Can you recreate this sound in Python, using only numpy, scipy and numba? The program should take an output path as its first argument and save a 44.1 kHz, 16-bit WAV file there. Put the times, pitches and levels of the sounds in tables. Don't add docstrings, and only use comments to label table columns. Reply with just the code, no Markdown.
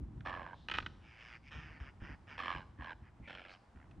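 import sys
import numpy as np
from scipy import signal
from scipy.fft import rfft, irfft
from scipy.io import wavfile
from numba import njit

SR = 44100
rng = np.random.default_rng(int(sys.argv[2]) if len(sys.argv) > 2 else 0)


def file_out(sig):
    cols = np.atleast_2d(sig).T
    lim = np.clip(cols, -1, 1)
    pcm = np.round(lim * 32767).astype(np.int16)
    wavfile.write(sys.argv[1], SR, pcm)


N = 176400


def amp(db):
    return 10 ** (np.asarray(db) / 20)


def unit(x):
    return x / np.sqrt(np.mean(x ** 2) + 1e-20)


def add(track, start, x):
    i = max(int(start * SR), 0)
    track[i:i + len(x)] += x[:max(N - i, 0)]


def wander(per_second):
    return np.interp(np.arange(N) / SR * per_second, np.arange(1024), rng.standard_normal(1024))


def colour(x, curve, amount=1):
    hz, db = np.array(curve).T
    freqs = np.maximum(np.fft.rfftfreq(x.shape[-1], 1 / SR), 1)
    gain = amp(amount * np.interp(np.log(freqs), np.log(hz), db))
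    return irfft(rfft(x) * gain, x.shape[-1])


def stereo_noise(curve, spread=0.46):
    middle, side = (unit(colour(rng.standard_normal(N), curve)) for _ in range(2))
    side = signal.lfilter(*signal.butter(1, 320, "high", fs=SR), side)
    return middle + spread * side * np.array([[1], [-1]])


@njit
def band_pass(x, hz, width):
    out, band, low = np.empty(len(x)), 0., 0.
    for i in range(len(x)):
        tuning, damping = np.tan(np.pi * hz[i] / SR), width / hz[i]
        swing = (band + tuning * (x[i] + 1e-18 - low)) / (1 + tuning * (tuning + damping))
        band = 2 * swing - band
        low += 2 * tuning * swing
        out[i] = damping * swing
    return out


def ring(x, tones, stretch=1):
    out = 0
    for k, (hz, width, db) in enumerate(tones):
        centre = hz * stretch + np.zeros(len(x))
        once = band_pass(x, centre, 1. * width)
        out = out + (-1) ** k * amp(db) * band_pass(once, centre, 2. 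* width)
    return out


def burst(decay_s, click):
    t = np.arange(SR // 32) / SR
    puff = rng.standard_normal(len(t)) * np.exp(-t / decay_s)
    puff /= np.linalg.norm(puff)
    puff[0] += click
    return puff / np.linalg.norm(puff)


# (frequency [Hz], relative level [dB])
WIND_TONE = [(25, -14.5), (55, 6), (150, -3), (340, -12.5), (450, -30.5), (4000, -81)]
# (time [s], level [dB])
WIND_SWELLS = [(0, -48), (0.62, -58.5), (0.82, -51), (1.2, -66), (1.65, -55.5), (2.2, -59.5), (2.55, -58.5),
               (3.35, -61), (3.63, -70.5), (3.9, -56)]
# (time [s], level [dB])
WIND_BUMPS = [(0.004, -44), (0.16, -47), (0.194, -56), (1.552, -47), (1.811, -50), (2.02, -47),
              (2.093, -45.5), (2.553, -44.5), (2.787, -47.5), (3.002, -56), (3.2, -49), (3.749, -54.5),
              (3.961, -51)]


def wind(thud_hz=57.67, glide=0.616, glide_s=0.01615, rise_s=0.00078, decay_s=0.03274, rush_db=1):
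    t = np.arange(N) / SR
    rumble = stereo_noise(WIND_TONE) * amp(np.interp(t, *np.array(WIND_SWELLS).T))
    thuds, rush = np.zeros(N), np.zeros(N)
    age = t[:SR // 4]
    cycles = thud_hz * (age + glide * glide_s * (1 - np.exp(-age / glide_s)))
    for start, db in WIND_BUMPS:
        shape = amp(db) * (1 - np.exp(-age / rise_s)) * np.exp(-(age / decay_s) ** 2 / 2)
        add(thuds, start, shape * np.sin(2 * np.pi * cycles))
        add(rush, start, shape)
    return rumble + thuds + amp(rush_db) * rush * stereo_noise(WIND_TONE)


# (frequency [Hz], relative level [dB])
GRASS_TONE = [(100, 5), (600, 1.5), (820, 6), (1700, -4.5), (4200, -19), (10000, -26.5), (11500, -76)]


def grass(level_db=-69.5, flicker_db=1.37):
    return stereo_noise(GRASS_TONE) * amp(level_db + flicker_db * wander(11))


# (time [s], strength [dB], scrape fade time [s])
HORN_KNOCKS = [(0.207, -24, 0.0025), (0.6854, -5, 0.0029), (0.698, -7, 0.00343), (0.713, -0.5, 0.00756),
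               (0.7379, -2.5, 0.0106), (0.7497, -6, 0.00835), (0.76, -12, 0.0039), (0.771, -6.5, 0.0124),
               (0.785, 1.5, 0.00169), (0.802, -10.5, 0.00375), (0.8252, -16, 0.0036), (0.862, -6, 0.00417),
               (3.911, -31, 0.00347)]
# (frequency [Hz], width [Hz], level [dB])
HORN_TONES = [(291, 253.5, -6.5), (915, 241, -6), (1268.4, 106.7, 1.5), (1502, 202, 1.5),
              (1895.6, 335, 3.5), (2479, 193, 3.5), (2970, 499, 0.5), (4100, 1190, -19), (5436, 884, -19.5)]


def horns():
    contact = np.zeros(N)
    for start, db, scrape_s in HORN_KNOCKS:
        add(contact, start, amp(db) * burst(scrape_s, click=0.00184 / scrape_s))
    return ring(contact, HORN_TONES)


def throat_flaps(length, rate, jitter, scatter_db, puff_s, click, shrink=0):
    out, time = np.zeros(N), 0.
    for late, size in rng.standard_normal((64, 2)):
        progress = min(time / length, 1)
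        puff = burst(puff_s * np.exp(-shrink * progress), click)
        add(out, time + jitter * late / rate, amp(scatter_db * size) * puff)
        time += 1 / rate
    return unit(out[:int(length * SR)])


def loudness(t, length, fade_in, fade_out, change_db):
    fades = np.clip(t / fade_in, 0, 1) * np.clip((length - t) / fade_out, 0, 1)
    return fades * amp(change_db * t / length)


# (frequency [Hz], width [Hz], level [dB])
CHEST_TONES = [(262, 140.5, -7.5), (542.3, 155, -10), (734, 298.4, -9.5)]
GRUNT_HIGH_TONES = [(2286.6, 440, -5.5), (3072, 552, -9.5), (4149, 485, -24), (5086, 660, -25),
                    (7620, 1160, -44)]
# (time [s], length [s], fade in [s], fade out [s], flap rate [Hz], level [dB],
# level change [dB], mouth tone [Hz], mouth [dB], nose [dB], treble [dB], treble change [dB])
GRUNT_CALLS = [(0.249, 0.3047, 0.0108, 0.016, 88.73, -41.5, -14.5, 1148, -1, -1.5, -6, -8),
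               (2.378, 0.2679, 0.0026, 0.1092, 88.11, -42, -3.5, 1153, 3, 4, 1.5, -1.5),
               (2.773, 0.1664, 0.0756, 0.0239, 82.93, -45.5, -4, 1087, 1.5, 6.5, -8, 8.5),
               (3.273, 0.3138, 0.00497, 0.0425, 90.6, -50.5, -11, 1459, -5.5, -5, -0.5, 0.5)]


def grunts(breath_db=-12, nose_hz=1728, mouth_width_hz=190, nose_width_hz=170):
    out = np.zeros(N)
    for (start, length, fade_in, fade_out, rate, db, change_db,
         mouth_hz, mouth_db, nose_db, treble_db, treble_change_db) in GRUNT_CALLS:
        flaps = throat_flaps(length, rate, jitter=.04, scatter_db=1.5,
                             puff_s=0.00497, click=0.532, shrink=.5)
        t = np.arange(len(flaps)) / SR
        progress = t / length
        airflow = flaps + amp(breath_db) * rng.standard_normal(len(t))
        closing = np.exp(-0.212 * progress ** 2)
        mouth = (mouth_hz * closing, mouth_width_hz, mouth_db)
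        nose = (nose_hz * np.sqrt(closing), nose_width_hz, nose_db)
        body = ring(airflow, CHEST_TONES + [mouth, nose])
        treble = ring(airflow, GRUNT_HIGH_TONES, stretch=np.exp(-0.084 * (progress - .5)))
        voice = unit(body - amp(treble_db + treble_change_db * progress) * treble)
        add(out, start, amp(db) * voice * loudness(t, length, fade_in, fade_out, change_db))
    return out


# (time [s], length [s], middle frequency [Hz], width [Hz], level [dB])
NOSE_WHEEZES = [(0.497, 0.2056, 3484, 1110, -72), (3.218, 0.101, 2303, 350, -60.5),
                (3.478, 0.0804, 4450, 884, -66)]


def wheezes(rise=0.25):
    out = np.zeros(N)
    for start, length, hz, width, db in NOSE_WHEEZES:
        sweep = np.linspace(-.5, .5, int(length * SR))
        air = ring(rng.standard_normal(len(sweep)), [(hz, width, 0)], stretch=np.exp(rise * sweep))
        add(out, start, amp(db) * unit(air) * np.cos(np.pi * sweep))
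    return out


# (frequency [Hz], width [Hz], level [dB])
RASP_LOW_TONES = [(301, 176, -0.5), (704, 254, -4), (1156, 865, -4.5), (1839, 417, 6)]
RASP_HIGH_TONES = [(2228, 483, 5.5), (2922, 593, -2.5), (3610, 620, -11.5), (4921, 636, -11),
                   (5856, 1600, -20.5)]
# (time [s], length [s], fade in [s], flap rate [Hz],
# level [dB], level change [dB], treble [dB], breath [dB])
RASPS_AND_LAST_GRUNT = [(0.989, 0.265, 0.0743, 114.6, -65.5, 5.5, 2.5, -3),
                        (1.174, 0.2107, 0.0467, 117.3, -58.5, 3.5, 4, -9.5),
                        (1.418, 0.0927, 0.066, 138.7, -62, 4.5, 22.5, -13.5),
                        (1.503, 0.304, 0.0198, 154.3, -50.5, -12.5, -2, -5),
                        (1.794, 0.1223, 0.0095, 137.5, -57.5, -1.5, -3.5, -5),
                        (1.995, 0.171, 0.0555, 145.4, -53.5, -4, -6, -9),
                        (2.264, 0.1235, 0.06, 144.5, -47.5, -11, -3, -10),
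                        (2.987, 0.12, 0.1495, 120.8, -64, 2, -6.5, -4),
                        (3.746, 0.1178, 0.01, 73.11, -70, 2.5, -10.5, -19)]


def rasps_and_last_grunt(rebound_s=0.001989, rebound_db=-2.5, fade_out_s=0.0272, sink_per_s=0.663):
    out = np.zeros(N)
    for start, length, fade_in, rate, db, change_db, treble_db, breath_db in RASPS_AND_LAST_GRUNT:
        flaps = throat_flaps(length, rate, jitter=0.046, scatter_db=-0.5, puff_s=0.00195, click=1.53)
        t = np.arange(len(flaps)) / SR
        delay = rebound_s * (1 + .2 * wander(60)[:len(t)])
        rebound = amp(rebound_db) * np.interp(t - delay, t, flaps, left=0)
        airflow = unit(flaps + rebound) + amp(breath_db) * rng.standard_normal(len(t))
        treble = ring(airflow, RASP_HIGH_TONES, stretch=np.exp(-sink_per_s * (t - length / 2)))
        voice = unit(ring(airflow, RASP_LOW_TONES) - amp(treble_db) * treble)
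        add(out, start, amp(db) * voice * loudness(t, length, fade_in, fade_out_s, change_db))
    return out


# (frequency [Hz], boost or cut [dB])
ECHO_TONE = [(500, 5), (2600, -11), (4500, 3.5)]


def plain_echo(sound, fade_s=0.645):
    tail = stereo_noise([(20, 0), (20000, 0)], spread=0.11) * amp(-60 * np.arange(N) / SR / fade_s)
    tail /= np.linalg.norm(tail[0])
    return signal.fftconvolve(colour(sound, ECHO_TONE)[None], tail)[:, :N]


# (frequency [Hz], lean to the left [dB])
BALANCE = [(420, 4), (560, -10.5), (900, -9), (1300, -12), (1750, 0)]


def scene(distance_cut_hz=9260, echo_db=-13):
    air = wind() + grass()
    animals = horns() + grunts() + wheezes() + rasps_and_last_grunt()
    animals = signal.sosfilt(signal.butter(4, distance_cut_hz, fs=SR, output="sos"), animals)
    left = colour(animals, BALANCE, amount=0.202)
    right = colour(animals, BALANCE, amount=-0.4975)
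    return air + np.array([left, right]) + amp(echo_db) * plain_echo(animals)


def record(dry, top_hz=15200):
    return signal.sosfilt(signal.ellip(8, .2, 70, top_hz, fs=SR, output="sos"), dry)


dry = scene()
out = record(dry)
file_out(out)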